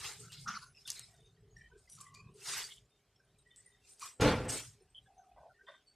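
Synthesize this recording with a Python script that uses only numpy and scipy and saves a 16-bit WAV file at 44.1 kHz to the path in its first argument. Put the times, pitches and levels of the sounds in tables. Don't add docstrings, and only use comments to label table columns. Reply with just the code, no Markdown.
import sys
import numpy as np
from scipy import signal
from scipy.fft import rfft, irfft, next_fast_len
from scipy.io import wavfile
from scipy.ndimage import uniform_filter1d

SR = 44100
rng = np.random.default_rng(int(sys.argv[2]) if len(sys.argv) > 2 else 0)


def inscribe(sig):
    pcm = np.round(np.clip(np.atleast_2d(sig).T, -1, 1) * 32767)
    wavfile.write(sys.argv[1], SR, pcm.astype(np.int16))


def linear_from_db(decibels):
    return 10 ** (np.asarray(decibels, float) / 20)


N = 262395


def rms_one(x):
    return x / np.sqrt(np.mean(x ** 2) + 1e-20)


def in_time(rows):
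    return np.interp(np.arange(N) / SR, *np.transpose(rows))


def band(x, low_hz, high_hz, order=2):
    return signal.sosfilt(signal.butter(order, [low_hz, high_hz], "band", fs=SR, output="sos"), x)


def drift(rate_hz):
    pole = np.exp(-80 * np.pi * rate_hz / SR)
    white = rng.standard_normal(N // 40 + 2002)
    slow = signal.lfilter([1], [1, -2 * pole, pole * pole], white)[2000:]
    return np.interp(np.arange(N) / 40, np.arange(len(slow)), rms_one(slow - slow.mean()))


def coloured(x, spectrum):
    size = next_fast_len(N)
    hz = np.maximum(np.arange(size // 2 + 1) * SR / size, 1)
    point_hz, point_db = np.transpose(spectrum)
    gain = linear_from_db(np.interp(np.log(hz), np.log(point_hz), point_db))
    return rms_one(irfft(rfft(x, size) * gain, size)[:N])


def grains(spread_db, rate_hz):
    return rng.standard_normal(N) * linear_from_db(spread_db * drift(rate_hz))


def streaky(x, depth_db):
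    cells = signal.stft(x, nperseg=256)[2]
    field = uniform_filter1d(rng.standard_normal(cells.shape), size=16, axis=1)
    return rms_one(signal.istft(cells * linear_from_db(depth_db * rms_one(field)), nperseg=256)[1][:N])


def ring(force, hz, t60):
    radius = linear_from_db(-60 / (t60 * SR))
    angle = 2 * np.pi * hz / SR
    return signal.lfilter([0, np.sin(angle)], [1, -2 * radius * np.cos(angle), radius * radius],
                          force + 1e-18)


def swells(rows, swell_db=30, fall_bend=1.5):
    s, rise, fall, db, partner_db = np.transpose(rows)[:, :, None]
    t = np.arange(0, N + 16, 16) / SR
    lost = np.maximum(s - t, 0) / rise + (np.maximum(t - s, 0) / fall) ** fall_bend
    power = linear_from_db(db - swell_db * np.minimum(lost, 5)) ** 2
    main = power.sum(axis=0)
    partner = (power * linear_from_db(partner_db) ** 2).sum(axis=0)
    return [np.interp(np.arange(N) / SR, t, np.sqrt(p)) for p in (main, partner)]


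def room_tone(level_db=-80):
    # frequency_hz, relative_db (per Hz)
    hush_spectrum = [(24, -30.5), (40, -3.5), (122, -5.5), (339, -8.5), (402, -8), (488, -11.5), (608, -8),
                     (738, -14.5), (1200, -15), (3580, -28), (12400, -27), (13300, -32.5)]
    return linear_from_db(level_db) * coloured(streaky(rng.standard_normal(N), depth_db=2.0), hush_spectrum)


def flame():
    # peak_s, rise_and_fall_s, level_db, deep_db (deep part against level_db)
    flutter_rows = [(0.02, 0.29, -60.5, -5.5), (0.26, 0.46, -58, -39), (0.44, 0.42, -59, -10),
                    (0.68, .22, -68, -5.5), (0.93, 0.77, -69.5, -7), (1.2, 0.77, -73.5, -1.5),
                    (1.42, 0.28, -62.5, -13), (1.579, 0.51, -66, 0.5), (1.99, 0.1, -59.5, -19),
                    (2.15, 0.16, -60, -13), (2.27, 0.17, -57, -10), (2.42, 0.48, -73, -15),
                    (2.55, 0.27, -66.5, -7), (2.79, 0.16, -67, -7), (3.05, 0.26, -81, -34),
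                    (3.31, 0.55, -73, -3), (3.64, 0.11, -72, -21), (3.78, .3, -77, -2.5),
                    (4.059, 0.2, -78, -3.5), (4.9, 0.44, -91, 18), (5.02, 0.16, -74.5, 1),
                    (5.17, 0.13, -86.5, 12), (5.361, 0.14, -76.5, 8.5), (5.502, 0.25, -76.5, -6),
                    (5.62, .14, -84.5, -1), (5.88, 0.26, -89, 5)]
    # frequency_hz, width_hz, level_db
    hollow_tones = [(410.6, 41, -84), (747, 66, -92)]
    low, deep = swells([(s, length, length, db, deep_db) for s, length, db, deep_db in flutter_rows])
    out = low * rms_one(band(grains(2.8, 16), 95, 153))
    out += deep * rms_one(band(rng.standard_normal(N), 40, 67))
    for hz, width_hz, db in hollow_tones:
        waver = grains(2.5, 3)
        out += linear_from_db(db) * rms_one(band(waver, hz - width_hz / 2, hz + width_hz / 2))
    return out


def random_patches(count=260, top_db=-79.5, spread_db=3.5):
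    s, length, pitch, level = rng.random((count, 4)).T
    start_s = s ** 1.3 * (N / SR - .01)
    hz = 1300 * 8.0 ** pitch
    level_db = top_db + spread_db * np.log(level)
    return zip(start_s, 0.01 + 0.02 * length, hz, hz, 0.016 * hz, level_db)


def patch_rows():
    # start_s, length_s, frequency_hz, width_hz, level_db
    level_rows = [(0.01, 0.089, 1180, 267, -57), (0.197, 0.042, 8450, 620, -53),
                  (0.223, 0.077, 1335, 96, -59), (0.243, 0.07, 1524, 78, -65),
                  (0.252, 0.047, 3840, 112, -71), (0.338, 0.14, 2180, 67, -73),
                  (0.446, 0.051, 864, 135, -67), (0.656, 0.044, 6330, 520, -66),
                  (0.288, .11, 2820, 272, -63.5), (0.319, 0.089, 4170, 1880, -51),
                  (0.446, .11, 177.4, 57, -53.5), (0.459, 0.11, 1311, 285, -41),
                  (0.474, .1, 5780, 1340, -50.5), (0.543, 0.098, 4550, 990, -55.5),
                  (0.561, 0.16, 9900, 200, -65.5), (0.609, 0.083, 1440, 125, -59),
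                  (0.61, 0.055, 1100, 135, -61.5), (0.742, 0.043, 2670, 270, -62),
                  (0.746, 0.14, 5300, 256, -63), (0.851, 0.026, 3540, 300, -53.5),
                  (0.856, 0.018, 1470, 137, -59.5), (0.868, 0.053, 2880, 300, -57),
                  (0.963, 0.082, 2205, 515, -63.5), (0.955, 0.1, 4090, 520, -55.5),
                  (0.998, 0.13, 8390, 1410, -62), (1.021, 0.072, 5190, 135, -62),
                  (1.077, 0.12, 717, 118, -69), (1.088, 0.093, 1920, 58, -74.5),
                  (1.142, 0.062, 3660, 180, -71.5), (1.198, 0.036, 3620, 140, -68),
                  (1.238, .036, 9250, 96, -78), (1.243, 0.074, 3670, 141, -68.5),
                  (1.253, .055, 6300, 290, -76), (1.504, .06, 6630, 150, -75.5),
                  (1.562, .05, 5630, 240, -66), (1.563, .1, 1853, 140, -57.5),
                  (1.593, 0.063, 2350, 86, -71.5), (1.61, 0.13, 3080, 79, -75.5),
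                  (1.698, .05, 993, 68, -71), (1.709, 0.078, 1540, 66, -66),
                  (1.774, 0.055, 7630, 300, -73.5), (1.775, 0.084, 8780, 300, -74.5),
                  (1.874, .053, 4830, 370, -72), (1.873, 0.013, 2050, 117, -60.5),
                  (1.886, 0.16, 5840, 302, -64), (1.893, 0.09, 9230, 2500, -58.5),
                  (2.004, 0.076, 8600, 3000, -60), (1.945, 0.14, 7140, 1090, -68.5),
                  (1.974, 0.017, 1227, 143, -55), (2.027, .04, 3090, 200, -72),
                  (2.049, 0.13, 1995, 99, -67.5), (2.138, .046, 6680, 1700, -62),
                  (2.141, 0.077, 4676, 376, -61.5), (2.155, 0.069, 7190, 200, -70.5),
                  (2.228, 0.054, 168.6, 58, -49), (2.336, 0.079, 9050, 1500, -71),
                  (2.408, 0.035, 2680, 112, -62), (2.679, 0.049, 2180, 97, -62),
                  (2.698, 0.08, 3330, 725, -56), (2.752, 0.06, 7080, 3000, -71),
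                  (2.9, 0.072, 3650, 66.6, -74), (3.156, 0.046, 5360, 128, -75),
                  (3.384, 0.028, 3850, 117, -72), (3.468, 0.039, 8330, 440, -75.5),
                  (3.504, .055, 3070, 79, -73), (3.196, 0.072, 1555, 64, -72.5),
                  (3.382, .039, 8440, 420, -67), (3.447, 0.12, 1920, 59, -67.5),
                  (3.5, 0.058, 3570, 105, -68.5), (3.559, 0.063, 8120, 1090, -58),
                  (3.58, .06, 1950, 97, -74), (3.65, .07, 1960, 97, -67), (3.73, 0.074, 1950, 97, -75.5),
                  (3.657, 0.053, 8980, 222, -65.5), (3.713, 0.15, 3670, 89, -75),
                  (3.807, .093, 2700, 48, -74.5), (3.839, .084, 7440, 282, -75),
                  (3.85, 0.061, 2440, 117, -72), (3.887, 0.076, 8620, 1200, -59),
                  (4.006, 0.079, 2440, 119.8, -58.5), (4.015, .055, 1161, 283, -48),
                  (4.08, 0.087, 8030, 1150, -59.5), (4.103, 0.026, 1085, 360, -64),
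                  (4.482, 0.095, 8340, 1020, -37), (4.663, 0.07, 7750, 2500, -61.5),
                  (4.816, 0.022, 8950, 142, -69), (4.945, 0.051, 3170, 253, -57),
                  (4.89, .041, 8250, 111.4, -71.5), (5.019, 0.061, 8440, 104, -76.5),
                  (5.057, 0.023, 3400, 86.5, -70), (5.184, 0.067, 1480, 127, -75.5),
                  (5.228, .047, 1240, 134, -71.5), (5.358, 0.034, 2000, 96, -72.5),
                  (5.665, 0.14, 3190, 150, -69.5), (5.905, 0.0098, 1535, 120, -69),
                  (5.054, 0.032, 1630, 106, -69), (5.074, 0.067, 756, 80, -60),
                  (5.165, 0.12, 737, 39, -58.5), (5.177, 0.048, 6200, 103, -69),
                  (5.28, 0.069, 757, 48.5, -61.5), (5.356, 0.1, 858, 308, -57),
                  (5.358, 0.15, 682, 196, -56), (5.374, 0.048, 1530, 87.5, -67),
                  (5.494, 0.028, 1433, 126, -59.5), (5.534, 0.082, 1860, 97, -67.5),
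                  (5.587, 0.076, 1552, 77.7, -65), (5.666, .11, 3584, 150, -62.5),
                  (5.667, 0.079, 1062, 242, -59.5), (5.668, 0.087, 1890, 205, -61),
                  (5.671, .11, 1525, 112, -62), (5.68, 0.048, 606, 97, -56),
                  (5.862, 0.058, 4510, 125.4, -62.5), (5.871, 0.045, 8220, 105, -72)]
    # start_s, length_s, from_hz, to_hz, level_db
    slide_rows = [(1.982, 0.31, 1146, 1074, -59.5), (2.146, 0.13, 2354, 2530, -59.5)]
    # start_s, length_s, level_db
    hollow_rows = [(0.181, 0.085, -59.5), (1.186, 0.1, -66.5), (1.347, .09, -72), (1.416, 0.14, -69.5),
                   (1.705, 0.1, -60.5), (2.16, 0.099, -71), (2.276, .062, -60), (2.339, 0.11, -61),
                   (4.804, 0.036, -61.5), (5.622, 0.038, -64.5)]
    steady = [(s, length, hz, hz, width_hz, db) for s, length, hz, width_hz, db in level_rows]
    slides = [(s, length, from_hz, to_hz, 104, db) for s, length, from_hz, to_hz, db in slide_rows]
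    hollow = [(s, length, 425, 410, 22, db) for s, length, db in hollow_rows]
    return [*steady, *slides, *hollow, *random_patches()]


def noise_patches(rise_s=0.0057, sag_db=10.0, fall_db_per_s=300, waver_db=3.2):
    out = np.zeros(N)
    white = rng.standard_normal((2, N + 3 * SR))
    waver = linear_from_db(waver_db * drift(40))
    for k, (s, length, from_hz, to_hz, width_hz, db) in enumerate(patch_rows()):
        at = round(s * SR)
        t = np.arange(min(round((length + .15) * SR), N - at)) / SR
        first = at + 211 * k
        source = white[:, first:first + 2000 + len(t)]
        blur = signal.butter(3, np.hypot(width_hz, 70) / 2, fs=SR, output="sos")
        in_phase, quadrature = signal.sosfilt(blur, source)[:, 2000:]
        glide_hz = from_hz + (to_hz - from_hz) * np.minimum(t / length, 1)
        phase = 2 * np.pi * np.cumsum(glide_hz) / SR
        tone = rms_one(in_phase * np.cos(phase) + quadrature * np.sin(phase))
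        shape_db = db - sag_db * t / length - fall_db_per_s * np.maximum(t - length, 0)
        rise = np.minimum(t / (rise_s + 7.1 / from_hz), 1)
        out[at:at + len(t)] += waver[at:at + len(t)] * tone * linear_from_db(shape_db) * rise
    return out


def knock(contacts_per_s=500, modes_db=0.0):
    # peak_s, rise_s, fall_s, crash_db, boom_db (against crash_db)
    bounces = [(4.2, 0.0027, 0.12, -37, 3.5), (4.22, 0.019, .2, -28.5, -4.5), (4.275, 0.054, 0.15, -30, -6),
               (4.333, 0.07, 0.097, -40.5, 9), (4.4, 0.12, .17, -43, 0.5), (4.47, 0.16, 0.13, -46.5, 4),
               (4.55, 0.25, 0.062, -46, -8), (4.61, .08, 0.077, -60.5, 7.5), (4.69, .25, 0.14, -95.5, 36),
               (4.83, 0.01, 0.15, -87.5, 18.5)]
    # frequency_hz, relative_db (per Hz)
    crash_spectrum = [(88, -40), (150, -4.5), (366, -7), (506, -9), (713, -12), (861, -12), (938, -14),
                      (2410, -20), (9000, -50.5), (11700, -65.5), (19800, -120)]
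    # frequency_hz, relative_db, t60_s
    body_modes = [(239.5, -5.5, 0.1), (297.3, -5.5, 0.33), (445.5, -5, 0.19), (505, 1.5, 0.25),
                  (630, -10.5, 0.21), (865, -8.5, 0.31), (1110, -18, .3), (1386, -10, 0.27)]
    crash_gain, boom_gain = swells(bounces)
    contacts = (rng.random(N) < contacts_per_s / SR) * rng.standard_normal(N)
    crash = coloured(grains(1.1, 40), crash_spectrum)
    body = sum(linear_from_db(db) * rms_one(ring(contacts, hz, t60)) for hz, db, t60 in body_modes)
    boom = rms_one(ring(contacts, 122.8, 0.063)) + 0.33 * rms_one(ring(contacts, 58, 0.87))
    struck = crash + linear_from_db(modes_db) * rms_one(body)
    return crash_gain * struck + boom_gain * rms_one(band(boom, 45, 310))


def drops(cycles=9.0, bubble_db=-4.0, spatter_db=-9.0):
    # start_s, tick_peak_db, ring_hz, spatter_t60_s
    drop_rows = [(0.8765, -31.5, 4050, 0.075), (0.9024, -22.5, 6000, 0.03), (0.9174, -29.5, 6200, 0.017),
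                 (0.9945, -32, 7750, 0.017), (1.142, -58.5, 9000, 0.014), (1.899, -45, 6400, 0.016),
                 (1.9315, -46, 9640, 0.03), (1.9525, -48, 7950, 0.022), (1.9869, -50, 4340, 0.02),
                 (2.0052, -44, 7500, 0.021), (2.0104, -41, 8500, 0.03), (2.0144, -49, 8300, 0.025),
                 (2.1485, -44, 4700, 0.011), (3.3872, -61, 8200, 0.018), (3.5613, -49, 8800, 0.011),
                 (3.9355, -48.5, 8550, 0.048), (3.996, -46.5, 8800, 0.17)]
    out = np.zeros(N)
    t = np.arange(3000) / SR
    for s, db, hz, t60 in drop_rows:
        at = round(s * SR)
        click = np.zeros(len(t))
        click[:6] = rng.standard_normal(6)
        tick = band(click, 2800, 10500, order=3)
        bubble = ring(click, hz, cycles / hz)
        spray_noise = band(rng.standard_normal(len(t)), 0.75 * hz, min(1.16 * hz, 13000))
        spatter = rms_one(spray_noise) * linear_from_db(-60 * t / t60)
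        drop = tick / abs(tick).max()
        drop = drop + linear_from_db(bubble_db) * bubble / abs(bubble).max()
        drop = drop + linear_from_db(spatter_db) * spatter
        out[at:at + len(t)] += linear_from_db(db) * drop
    return out


def splash():
    # peak_s, rise_s, fall_s, spray_db, slosh_db (against spray_db)
    splash_rows = [(0.052, 0.16, 0.19, -44.5, -1.5), (0.21, 0.18, 0.22, -57, -14),
                   (0.321, 0.015, 0.11, -56, -4.5), (0.41, 0.15, 0.16, -58, -19),
                   (0.479, .015, 0.19, -55.5, 5), (0.63, 0.39, 0.084, -61.5, -27),
                   (0.81, 0.12, 0.081, -67, -9), (0.878, .02, 0.14, -48, -10),
                   (0.933, 0.1, 0.13, -53, -11.5), (0.985, .1, 0.14, -61, -2.5),
                   (1.06, 0.17, 0.13, -67, -10), (1.16, .2, 0.21, -77, -11), (1.57, .02, 0.18, -76, -11),
                   (1.778, 0.017, 0.32, -76, -20), (1.895, 0.024, 0.54, -77.5, -2),
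                   (2.009, 0.14, .12, -64.5, -4), (2.145, 0.0088, 0.09, -66, -7.5),
                   (3.563, 0.0076, 0.39, -76.5, -11), (3.886, 0.081, 0.12, -62.5, -14.5),
                   (4.017, 0.021, 0.13, -49, -7), (4.05, 0.082, 0.11, -48, -7.5),
                   (4.212, 0.012, 0.24, -42.5, 7.5), (4.275, 0.037, 0.068, -43.5, 7.5),
                   (4.38, 0.11, 0.19, -57, 0.5), (4.493, 0.011, 0.23, -39, -7),
                   (4.575, 0.091, 0.095, -44, -6.5), (4.66, 0.14, 0.092, -58.5, -12),
                   (5.69, 0.039, 0.15, -82, 12.5)]
    # time_s, spray_db
    swish_curve = [(2.33, -92), (2.36, -69), (2.406, -61), (2.483, -41.5), (2.583, -39.5), (2.653, -46.5),
                   (2.725, -59), (2.798, -74), (2.83, -88.5)]
    # frequency_hz, relative_db (per Hz)
    spray_spectrum = [(1470, -20.5), (2500, -20.5), (2950, -15.5), (4850, 2), (5340, 0), (8480, 2),
                      (9340, -1.5), (10800, -10.5), (13000, -8.5)]
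    # frequency_hz, relative_db (per Hz)
    slosh_spectrum = [(240, -38.5), (400, -11), (594, -21), (805, -11.5), (1430, -6), (3030, -4.5),
                      (4500, -8), (5850, -10), (9900, -120)]
    trickle_db, trickle_slosh_db = -96, -84.5
    swish_slosh_db, slosh_swing = -43, 1.31
    spray_gain, slosh_gain = swells(splash_rows)
    swish_db = in_time(swish_curve)
    swish_slosh = linear_from_db(swish_slosh_db + slosh_swing * (swish_db - swish_db.max()))
    spray_gain = spray_gain + linear_from_db(swish_db) + linear_from_db(trickle_db)
    slosh_gain = slosh_gain + swish_slosh + linear_from_db(trickle_slosh_db)
    spray = coloured(streaky(grains(2.5, 120), depth_db=4.0), spray_spectrum)
    slosh = coloured(streaky(grains(1.5, 60), depth_db=4.0), slosh_spectrum)
    return spray_gain * spray + slosh_gain * slosh


def scene():
    mono = room_tone() + flame() + noise_patches() + knock() + drops() + splash()
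    return np.stack([mono, mono])


def substitute_noise(x, from_hz=4200, steady_db=7.0, peaky=5.8, share=0.82, crest=5.6):
    cells = signal.stft(x, nperseg=2048)[2]
    bands = np.arange(cells.shape[1]) // 32
    starts = np.arange(0, len(bands), 32)
    power = np.add.reduceat(abs(cells[0]) ** 2, starts) / 32 + 1e-20
    peak = np.maximum.reduceat(abs(cells[0]) ** 2, starts)
    step_db = abs(np.diff(10 * np.log10(power), axis=1, prepend=0))
    change_db = np.maximum(step_db, np.roll(step_db, -1, axis=1))
    chosen = (change_db < steady_db) & (peak < peaky * power) & (rng.random(power.shape) < share)
    treble = np.pad(band(x[0], 3000, 12000), (1024, 3072))
    frames = treble[:(power.shape[1] + 1) * 1024].reshape(-1, 1024)
    clicky = abs(frames).max(axis=1) > crest * frames.std(axis=1)
    chosen = chosen & ~(clicky[:-1] | clicky[1:])
    chosen = chosen[bands] & (np.arange(len(bands)) * SR / 2048 > from_hz)[:, None]
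    noise = signal.stft(rng.standard_normal(x.shape), nperseg=2048)[2]
    noise = noise / np.sqrt(np.mean(abs(noise) ** 2)) * np.sqrt(power[bands])
    return signal.istft(np.where(chosen, noise, cells), nperseg=2048)[1][:, :N]


def roll_off(x):
    return signal.sosfilt(signal.butter(12, 14190, fs=SR, output="sos"), x)


def record(dry):
    low_pass = signal.cheby2(12, 45, 13700, fs=SR, output="sos")
    mix = signal.sosfilt(low_pass, substitute_noise(dry))
    return roll_off(mix)


dry = scene()
out = record(dry)
inscribe(out)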